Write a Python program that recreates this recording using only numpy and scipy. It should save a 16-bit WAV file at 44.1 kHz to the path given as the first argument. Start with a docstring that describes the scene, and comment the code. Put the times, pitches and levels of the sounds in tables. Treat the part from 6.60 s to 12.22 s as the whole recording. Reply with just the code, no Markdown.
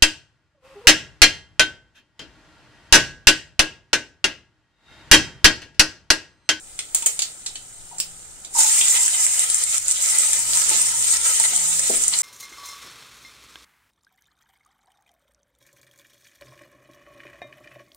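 """Seeds, then wet leaves, in hot oil

Seeds simmer and pop in a deep metal pot; then wet chopped leaves drop in and the oil seethes and spits.
Bubbles are short damped tones; bursts are ragged noise; the pot and worktop are sets of resonances.
A hard kitchen echoes, and room air, a rumble and a far hum lie underneath.
Two microphone ports hear it, each peaking at its own treble pitch."""
import sys
import numpy as np
from scipy import signal
from scipy.fft import rfft, irfft, next_fast_len
from scipy.io import wavfile
from scipy.ndimage import map_coordinates

SR = 44100
rng = np.random.default_rng(int(sys.argv[2]) if len(sys.argv) > 2 else 0)


def dump_mix(stems):
    """Bounce the given channels to the path in sys.argv[1] as a 16-bit WAV at rate SR."""
    frames = np.atleast_2d(stems).T  # one column per channel
    limited = np.clip(frames, -1, 1)  # hard clip at full scale
    pcm = np.round(limited * 32767).astype(np.int16)
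    wavfile.write(sys.argv[1], SR, pcm)


def voltage_ratio(level):
    """Linear amplitude factor for a level in decibels (scalar or array-like)."""
    return 10 ** (np.asarray(level, float) / 20)


N = 247842  # length in samples


def along(points, hz):
    """Reads (Hz, value) points at any pitch, on a log pitch axis."""
    point_hz, value = np.transpose(points)
    return np.interp(np.log(hz + 1), np.log(point_hz + 1), value)


def curves(rows):
    """One value per sample for each column after the time."""
    s, *columns = np.transpose(rows)
    return [np.interp(np.arange(N) / SR, s, column) for column in columns]


def wobble(rate):
    """A smooth random curve with `rate` random knots a second."""
    knots = rng.standard_normal(int(N * 200 / SR) + 4)
    return map_coordinates(knots, [np.arange(N) * rate / SR])


def filtered(x, response):
    """Multiplies the spectrum of x by a response of frequency."""
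    n = x.shape[-1]
    padded = 2 * next_fast_len(n // 2 + 4096)
    spectrum = rfft(x, padded) * response(np.fft.rfftfreq(padded, 1 / SR))
    return irfft(spectrum, padded)[..., :n]


def causal(points):
    """Minimum-phase response with the gain of (Hz, dB) points: it never sounds ahead of its input."""
    def response(hz):
        cepstrum = irfft(np.log(voltage_ratio(along(points, hz))))
        half = len(cepstrum) // 2
        folded = np.r_[cepstrum[0], 2 * cepstrum[1:half], np.zeros(len(cepstrum) - half)]
        return np.exp(rfft(folded))
    return response


def modes(table):
    """Sum of resonances (Hz, width in Hz, dB) of alternating sign."""
    def response(f):
        total = 0
        for k, (hz, width, db) in enumerate(table):
            total = total + (-1) ** k * voltage_ratio(db) * 1j * f * width / (hz * hz - f * f + 1j * f * width)
        return total
    return response


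def peaked(x):
    """x with a peak of 1."""
    return x / np.abs(x).max()


# How each microphone port colours the sound. Each row: pitch in Hz, gain in dB.
LEFT_PORT = [(100, 0), (1000, -1), (2500, 1), (5000, 7), (6500, 10.5), (7600, 14.5), (8700, 20.5),
             (9200, 16.5), (10200, 0.5), (12000, -5), (16000, -9)]
RIGHT_PORT = [(100, -5.5), (1000, -6.5), (2500, 1), (5000, 8), (6200, 12.5), (7400, 22.5), (8000, 17),
              (9000, 8.5), (10200, -5.5), (12000, -8), (16000, -12.5)]


def ports(x):
    """Each channel passes its own microphone port, which favours a narrow part of the treble."""
    return np.array([filtered(x[0], causal(LEFT_PORT)), filtered(x[1], causal(RIGHT_PORT))])


def heard(x, lo_hz, hi_hz):
    """Scales x to rms 1 in a band, judged on the mean of the two ports."""
    band = filtered(ports(x).mean(0), lambda hz: (hz > lo_hz) & (hz < hi_hz))
    return x / np.sqrt(np.mean(band ** 2))


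# How long the kitchen's echo lasts. Each row: pitch in Hz, time to die by 60 dB in seconds.
ECHO_TIMES = [(300, 0.3), (1500, 0.23), (4000, 0.22), (9000, 0.11), (15000, 0.2)]


def kitchen(x, wet_db):
    """Direct sound plus a noise tail in which each pitch dies at its own speed."""
    hz, t, (a, b) = signal.stft(rng.standard_normal((2, SR // 3)), SR, nperseg=256)
    alike = 1 / (1 + (hz[:, None] / 450) ** 2)  # the bass of the tail is alike at both ports
    both = np.array([a, alike * a + np.sqrt(1 - alike ** 2) * b])
    dying = voltage_ratio(-60 * t / along(ECHO_TIMES, hz)[:, None])
    tail = signal.istft(both * dying, SR, nperseg=256)[1]
    tail = tail / np.linalg.norm(tail[0])
    tail = np.pad(tail, ((0, 0), (90, 0)))  # the echo starts 90 samples late
    return x + voltage_ratio(wet_db) * signal.fftconvolve(x, tail, axes=1)[:, :x.shape[1]]


def murmur(spectrum, apart, lo_hz, hi_hz):
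    """Steady shaped noise, partly alike at both ports."""
    shape = lambda hz: voltage_ratio(along(spectrum, hz))
    shared, left, right = filtered(rng.standard_normal((3, N)), shape)
    return heard(shared + apart * np.array([left, right]), lo_hz, hi_hz)


# Tone of the room air. Each row: pitch in Hz, density in dB per Hz.
AIR_TONE = [(65, -47), (110, -5.5), (209, -11.5), (255, -10.5), (628, -10.5), (803, -7.5), (1100, -19.5),
            (1300, -10.5), (1800, -19), (2340, -44), (3960, -120)]
# Tone of the rumble. Each row: pitch in Hz, density in dB per Hz.
RUMBLE_TONE = [(7.1, -23), (12, 16), (22, 0.5), (81, -4.5), (110, -2.5), (140, -55), (240, -120)]
RUMBLE_DB = -58
# Parts of the hum. Each row: multiple of the base pitch, level in dB before wavering.
HUM_PARTS = [(1, -4.5), (2, -3), (3, -4.5)]
HUM_HZ = 55.9  # middle of the wavering pitch
# Course of the background. Each row: time in seconds, hum level in dB, room air level in dB.
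ROOM_LEVELS = [(0.0, -76, -64), (1.0, -64, -64.5), (1.77, -60, -63.5), (2.14, -72, -59),
               (3.16, -64.5, -66.5), (3.65, -56.5, -62.5), (4.1, -59, -57), (4.9, -54, -59.5),
               (5.62, -64, -58)]


def background():
    """Room air and a deep uneven rumble are noise; the hum is three sines that waver in pitch and level."""
    hum_db, air_db = curves(ROOM_LEVELS)
    air = murmur(AIR_TONE, 0.9, 180, 450) * voltage_ratio(air_db + 0.5 * wobble(5.1))
    rumble = murmur(RUMBLE_TONE, 0.8, 12, 110) * voltage_ratio(RUMBLE_DB + 2.5 * wobble(7.4))
    turn = 2 * np.pi * np.cumsum(HUM_HZ * (1 + 0.0109 * wobble(3.15))) / SR
    hum = 0
    for multiple, db in HUM_PARTS:
        hum = hum + voltage_ratio(db + 4 * wobble(4.1)) * np.sqrt(2) * np.sin(multiple * turn)
    return air + rumble + voltage_ratio(hum_db) * hum


def bubbles(lo_hz, hi_hz, cycles, spread_db, cap_db, lag, count, size):
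    """Each bubble is a short damped tone at its own pitch, moment and place: a few big, most small."""
    when, place, pitch, big, phase = rng.random((count, 5)).T[:, :, None]
    turns = lo_hz * (hi_hz / lo_hz) ** pitch * np.arange(size) / SR
    tone = np.sin(2 * np.pi * (turns + phase)) * np.exp(-turns / cycles)
    tone = tone * voltage_ratio(np.minimum(-spread_db * np.log(big), cap_db))
    out = []
    for side in (1, -1):  # the place sets how many samples apart the two ports hear it
        start = (when * N + lag * (1 + side * (place - 0.5))).astype(int)
        index = start + np.arange(size)
        out.append(np.bincount(index.ravel(), tone.ravel(), N)[:N])
    return np.array(out)


def scattered(x, wet_db, count=24):
    """Bubbles burst all over the pot, so the echo pattern keeps changing."""
    out = np.zeros((2, N + SR))
    for part in np.array_split(np.arange(N), count):
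        piece = np.pad(x[:, part], ((0, 0), (0, SR // 3)))
        out[:, part[0]:][:, :piece.shape[1]] += kitchen(piece, wet_db)
    return out[:, :N]


# Tone of the fizz. Each row: pitch in Hz, gain in dB.
FIZZ_TONE = [(2000, -14.5), (4000, -8), (6000, 0), (10000, 9.5), (13000, 12), (16000, 14), (22000, -41)]
# Air in the pot that colours the larger bubbles. Each row: pitch in Hz, width in Hz, gain in dB.
POT_AIR = [(502, 34, -11.5), (950, 135, -6), (1273, 90, 1), (2040, 225, 4), (2390, 160, 5.5),
           (3020, 370, 3), (3540, 316, 8), (4077, 1450, 3.5)]


def oil(fizz_db, gurgle_db, flutter_db, spread_db, cap_db, wet_db, count):
    """Tiny bubbles fizz, larger ones gurgle in the pot's air; both come in quick flurries."""
    small = bubbles(4580, 16340, 4.4, spread_db, cap_db, lag=24, count=count, size=64)
    large = bubbles(471.0, 6460, 2.8, spread_db, cap_db - 6.0, lag=7, count=count // 4, size=256)
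    small = small * voltage_ratio(flutter_db * (wobble(28) + 0.38 * wobble(90)))
    large = large * voltage_ratio(flutter_db * (wobble(13) + 1.1 * wobble(60)))
    fizz = heard(filtered(scattered(small, wet_db), causal(FIZZ_TONE)), 6000, 10000)
    gurgle = heard(filtered(scattered(large, wet_db - 3), modes(POT_AIR)), 1500, 5000)
    return voltage_ratio(fizz_db) * fizz + voltage_ratio(gurgle_db) * gurgle


SIMMER_DB, SIMMER_GURGLE_DB = -45.5, -12.5  # steady fizz; gurgle relative to the fizz
AFTER_DB, AFTER_S = -28.5, 0.04  # fizz stirred up by a seed, relative to its energy; time its power decays


def simmer():
    """Fizz and gurgle dB before the leaves land: steady, stirred up by each burst seed."""
    t = np.arange(N) / SR
    after = 0
    for s, db, _, _, ms in SEED_BURSTS:
        after = after + (t > s) * ms * voltage_ratio(db + AFTER_DB) ** 2 * np.exp(-abs(t - s) / AFTER_S)
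    landing_s = LEAVES_BOIL[1][0]
    fizz_db = np.where(t < landing_s, 10 * np.log10(voltage_ratio(SIMMER_DB) ** 2 + after), -120)
    return fizz_db, fizz_db + SIMMER_GURGLE_DB


def burst(ms, pan_db, wet_db):
    """A ragged spatter of droplets whose energy grows with its decay time, with an echo of its own."""
    t = np.arange(SR // 3) / SR
    spray = rng.standard_normal(len(t)) * voltage_ratio(5.3 * rng.standard_normal(len(t)))
    spray = spray * np.exp(-1000 * t / ms) * (1 - np.exp(-t / 0.0018))
    spray = spray / np.linalg.norm(spray) * np.sqrt(ms * SR / 1000)
    return kitchen(voltage_ratio(np.array([[pan_db], [-pan_db]]) / 2) * spray, wet_db)


def ring(x, hz, sharpness):
    """One short resonance; a higher sharpness rings longer."""
    return signal.lfilter(*signal.iirpeak(hz, sharpness, SR), x)


DULL_HZ = 10200


def dulled(x, db):
    """Lowers the top of x by db."""
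    top = signal.filtfilt(*signal.butter(2, DULL_HZ, "high", fs=SR), x)
    return x - (1 - voltage_ratio(db)) * top


# Tone of the seeds' crack. Each row: pitch in Hz, gain in dB.
CRACK_TONE = [(700, -32), (1500, -11), (2800, -7.5), (4800, -7), (7000, -1), (10000, 3), (13000, 4),
              (16000, 14), (22000, 9)]
# Bursting seeds. Each row: start in seconds, strength in dB, relative ring strength in dB,
# ring pitch in Hz, decay of the spatter in milliseconds.
SEED_BURSTS = [(0.1903, -18.5, -4.5, 3220, 2.2), (0.347, -6.5, -33, 3580, 4.5),
               (0.423, -19.5, -15, 2700, 4.4), (0.4605, -6, -20.5, 2400, 5.7),
               (0.5917, -11.5, -11.5, 3500, 2), (0.62, -12.5, -11, 4300, 2.3),
               (0.8614, -22.5, -7.5, 3940, 5.9), (0.9551, -27.5, -6, 3000, 3.9),
               (1.3836, -21, -28, 2000, 1.1), (1.4008, -9, -13.5, 5250, 0.92), (1.8474, -33, -2.5, 3630, 2)]
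THUMP_DB, THUMP_GROWS = -16.5, 0.65  # a seed's thump: level, and dB gained per dB of the burst
DULL_GROWS = 0.86  # weaker bursts lose their top: dB lost per dB of weakness


def seeds():
    """Each seed cracks, spatters, rings at its own pitch and thumps the pot's air."""
    crack, body = np.zeros((2, 2, N + SR))
    for s, db, ring_db, hz, ms in SEED_BURSTS:
        at = round(s * SR)
        spatter = voltage_ratio(db) * burst(ms, 0, wet_db=-2)
        snap = voltage_ratio(db) * burst(0.37, 0, wet_db=1.5)  # the husk splits first
        crack[:, at:][:, :SR // 3] += dulled(voltage_ratio(-12.0) * spatter + voltage_ratio(-2) * snap, DULL_GROWS * db)
        note, broad = ring(spatter, hz, 6), ring(spatter, hz, 1)
        husk = voltage_ratio(ring_db) * (voltage_ratio(7.0) * note + voltage_ratio(1.5) * broad)
        husk = husk + voltage_ratio(-17) * ring(snap, 3900, 0.96)
        thump = voltage_ratio(THUMP_DB + (THUMP_GROWS - 1) * db) * ring(spatter, 830, 1.0)
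        body[:, at:][:, :SR // 3] += husk + thump
    return filtered(crack[:, :N], causal(CRACK_TONE)) + body[:, :N]


def add(out, s, blow):
    """Places a blow and its echo."""
    out[:, round(s * SR):][:, :len(blow)] += kitchen(np.array([blow, blow]), wet_db=-2.0)


# Soft blows on the pot wall. Each row: start in seconds, strength in dB, pitch in Hz that rings best.
WALL_BLOWS = [(0.426, -36.5, 966), (1.312, -38, 960), (1.326, -36, 740), (1.355, -44, 724),
              (1.95, -22, 960), (1.965, -19.5, 883), (1.984, -19, 864), (2.004, -22, 860),
              (2.037, -26, 914), (2.055, -46, 880), (2.079, -39, 920), (3.952, -34.5, 936),
              (4.109, -28, 870), (4.337, -31.5, 950), (4.798, -24, 870), (4.925, -32, 760),
              (5.537, -41, 900)]
# Ringing of the pot wall. Each row: pitch in Hz, width in Hz, gain in dB.
POT_WALL = [(545, 240, -22), (693, 67, 9), (730, 74, 10.5), (874, 52, 20), (950, 49, 15.5),
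            (1310, 150, -33)]
RATTLE_MS = 7  # decay of a rattling contact


def blows():
    """Soft, rattling contacts ring the wall modes near the struck spot's pitch."""
    out, t = np.zeros((2, N + SR)), np.arange(SR // 3) / SR
    for s, db, spot_hz in WALL_BLOWS:
        rattle = rng.standard_normal(len(t)) * np.exp(-1000 * t / RATTLE_MS)
        # a mode loses 70 dB per octave away from the spot's pitch
        wall = [(hz, width, gain - 70 * abs(np.log2(hz / spot_hz))) for hz, width, gain in POT_WALL]
        add(out, s, voltage_ratio(db + 0.5) * peaked(filtered(rattle, modes(wall))))
    return out[:, :N]


# How hard the leaves boil. Each row: time in seconds, fizz level in dB. The second row is the landing.
LEAVES_BOIL = [(1.9, -64), (1.95, -27), (1.99, -16.5), (2.23, -19.5), (2.46, -20.5), (2.8, -22),
               (3.16, -24), (3.5, -20.5), (3.66, -20.5), (3.85, -26), (3.98, -19.5), (4.35, -24.5),
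               (4.54, -19.5), (4.9, -21), (5.18, -22.5), (5.36, -22), (5.62, -21.5)]
# The fizz suddenly drops or jumps. Each row: start in seconds, step in dB, seconds to drift back.
FIZZ_LURCHES = [(2.465, -5, .15), (2.655, -5.5, 0.1), (2.843, -4.5, 0.17), (3.038, -7.5, 0.092),
                (3.181, -9.5, 0.14), (3.32, -7, 0.11), (3.685, -1, 0.17), (4.02, -2.5, 0.16),
                (4.085, 3, 0.25), (4.57, -5.5, 0.17), (4.646, 4.5, 0.08), (4.86, -3.5, 0.077),
                (4.97, -3.5, 0.061), (5.2, -4, 0.076), (5.374, -4.5, 0.072), (5.446, -6, 0.058),
                (5.485, -5.5, 0.22)]
# Short swells of the larger bubbles. Each row: time of the top in seconds, height in dB, half length in seconds.
GURGLE_SWELLS = [(2.365, 7, 0.034), (2.603, 0, 0.03), (3.154, 3, 0.075), (3.95, 1, 0.042),
                 (4.114, 2, 0.097), (4.853, 10.5, 0.012), (5.54, 11.5, 0.023)]
LURCH_S = 0.0092  # time that a step takes
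GURGLE_DB, GURGLE_FOLLOWS = -14, 0.81  # relative to the boil; share of each lurch it follows
GURGLE_LAG_S = 0.062  # the gurgle starts more slowly


def seethe():
    """Fizz and gurgle dB of the wet leaves: the boil, its lurches and the swells of larger bubbles."""
    t = np.arange(N) / SR
    boil_db = np.where(t > LEAVES_BOIL[0][0], curves(LEAVES_BOIL)[0], -120)
    lurch_db = sum(np.interp(t, [s, s + LURCH_S, s + LURCH_S + back], [0, db, 0])
                   for s, db, back in FIZZ_LURCHES)
    swell_db = sum(np.interp(t, [s - half, s, s + half], [0, db, 0]) for s, db, half in GURGLE_SWELLS)
    late_db = -6 * np.exp(-abs(t - LEAVES_BOIL[1][0]) / GURGLE_LAG_S)
    gurgle_db = boil_db + GURGLE_DB + GURGLE_FOLLOWS * lurch_db + swell_db + late_db
    return boil_db + lurch_db, gurgle_db


TICK_DB = -10.5  # relative to the fizz


def ticks(fizz_db):
    """Scattered droplets burst at the surface: sparse, dry ticks that ride on the fizz of the leaves."""
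    tick = bubbles(5360, 10600, 1.54, spread_db=5.0, cap_db=15.5, lag=19, count=1200, size=64)
    return voltage_ratio(fizz_db + TICK_DB) * heard(kitchen(tick, wet_db=-19.5), 4800, 10000)


# Tone of the spitting drops. Each row: pitch in Hz, gain in dB.
SPIT_TONE = [(2000, -18), (4000, -15), (6500, -3.5), (9500, 1.5), (12000, -3.5), (16000, -25), (22000, -36)]
# Spitting water drops. Each row: start in seconds, strength in dB, relative ring strength in dB,
# ring pitch in Hz, left level over right in dB.
WATER_DROPS = [(2.2119, -9, -7.5, 3240, 0), (2.283, -13, -30, 4000, -2), (2.3521, -15, -11.5, 3050, -14),
               (2.461, -12, -37, 4000, 2), (2.4794, -12, -7, 2040, 1), (2.6651, -10, -14, 2000, -5),
               (2.7937, -8.5, -19, 3900, 1), (2.9002, -12.5, -19, 4280, 8), (2.9443, -10.5, -21, 2000, 11),
               (3.038, -10.5, -40, 4480, 6), (3.1806, -12, -24, 2160, 8), (3.282, -12.5, -35, 4750, 4),
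               (3.311, -9, -30, 5000, 1), (3.4126, -19, -27, 3260, 5), (3.585, -7, -33, 4250, -4),
               (3.7317, -6, -13, 2410, 7), (3.7914, -19, -33, 3330, 17), (3.9332, -14.5, -9.5, 4200, -13),
               (3.954, -22, -7, 4270, -6), (4.093, -13, -30, 2000, -10), (4.2164, -9.5, -30, 4380, 2),
               (4.799, -8, -32, 4080, -11), (4.8389, -16, -4, 1970, -5), (4.9622, -10, -20, 3770, 10),
               (5.194, -7.5, -20, 2150, -3), (5.437, -14, -35, 4850, -14), (5.4804, -7, -39, 5000, -1),
               (5.5374, -22.5, -1, 4200, 2), (5.588, -13, -26, 4760, -8)]


def drops():
    """Each water drop is a short click that rings at its own pitch."""
    spit, body = np.zeros((2, 2, N + SR))
    for s, db, ring_db, hz, pan_db in WATER_DROPS:
        at = round(s * SR)
        click = voltage_ratio(db) * burst(0.61, pan_db, wet_db=-4)
        spit[:, at:][:, :SR // 3] += voltage_ratio(-0.5) * click
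        body[:, at:][:, :SR // 3] += voltage_ratio(ring_db + 14.5) * ring(ring(click, hz, 1.9), hz, 1.1)
    return filtered(spit[:, :N], causal(SPIT_TONE)) + body[:, :N]


# Dull thuds on the worktop. Each row: start in seconds, strength in dB.
WORKTOP_THUDS = [(3.888, -49), (4.111, -38), (4.148, -45), (4.921, -42.5), (5.297, -25), (5.33, -41),
                 (5.358, -44)]
# Ringing of the worktop. Each row: pitch in Hz, width in Hz, gain in dB.
WORKTOP_MODES = [(158, 70, -9), (312, 234, 4), (610, 255, 3), (950, 180, -34)]


def thuds():
    """Short noise contacts shake the low, quickly dying resonances of the worktop."""
    out, t = np.zeros((2, N + SR)), np.arange(SR // 3) / SR
    for s, db in WORKTOP_THUDS:
        contact = rng.standard_normal(len(t)) * np.exp(-t / 0.0085)
        add(out, s, voltage_ratio(db + 7.5) * peaked(filtered(contact, modes(WORKTOP_MODES))))
    return out[:, :N]


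LEFT_LAG = 3  # samples


def scene():
    """Everything at the microphone; the pot stands a little nearer the right port."""
    simmering = oil(*simmer(), flutter_db=-0.1, spread_db=1.0, cap_db=5.5, wet_db=1.5, count=40000)
    fizz_db, gurgle_db = seethe()
    leaves = oil(fizz_db, gurgle_db, flutter_db=-1.0, spread_db=7.0, cap_db=15.5, wet_db=10.5, count=30000)
    mix = background() + simmering + seeds() + blows()
    left, right = mix + leaves + ticks(fizz_db) + drops() + thuds()
    return np.array([np.roll(left, LEFT_LAG), right])


def top_cut(x):
    """Nothing passes above the cut-off."""
    return signal.sosfilt(signal.butter(12, 16860, fs=SR, output="sos"), x)


TOP_HZ = 15700


def record(dry):
    """Port resonances, a soft ceiling and a band limit."""
    x = ports(dry)
    x = x / (1 + np.abs(x / 0.72) ** 4) ** 0.25  # peaks bend towards 0.72
    mix = filtered(x, lambda hz: hz < TOP_HZ)
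    return top_cut(mix)


dry = scene()
out = record(dry)
dump_mix(out)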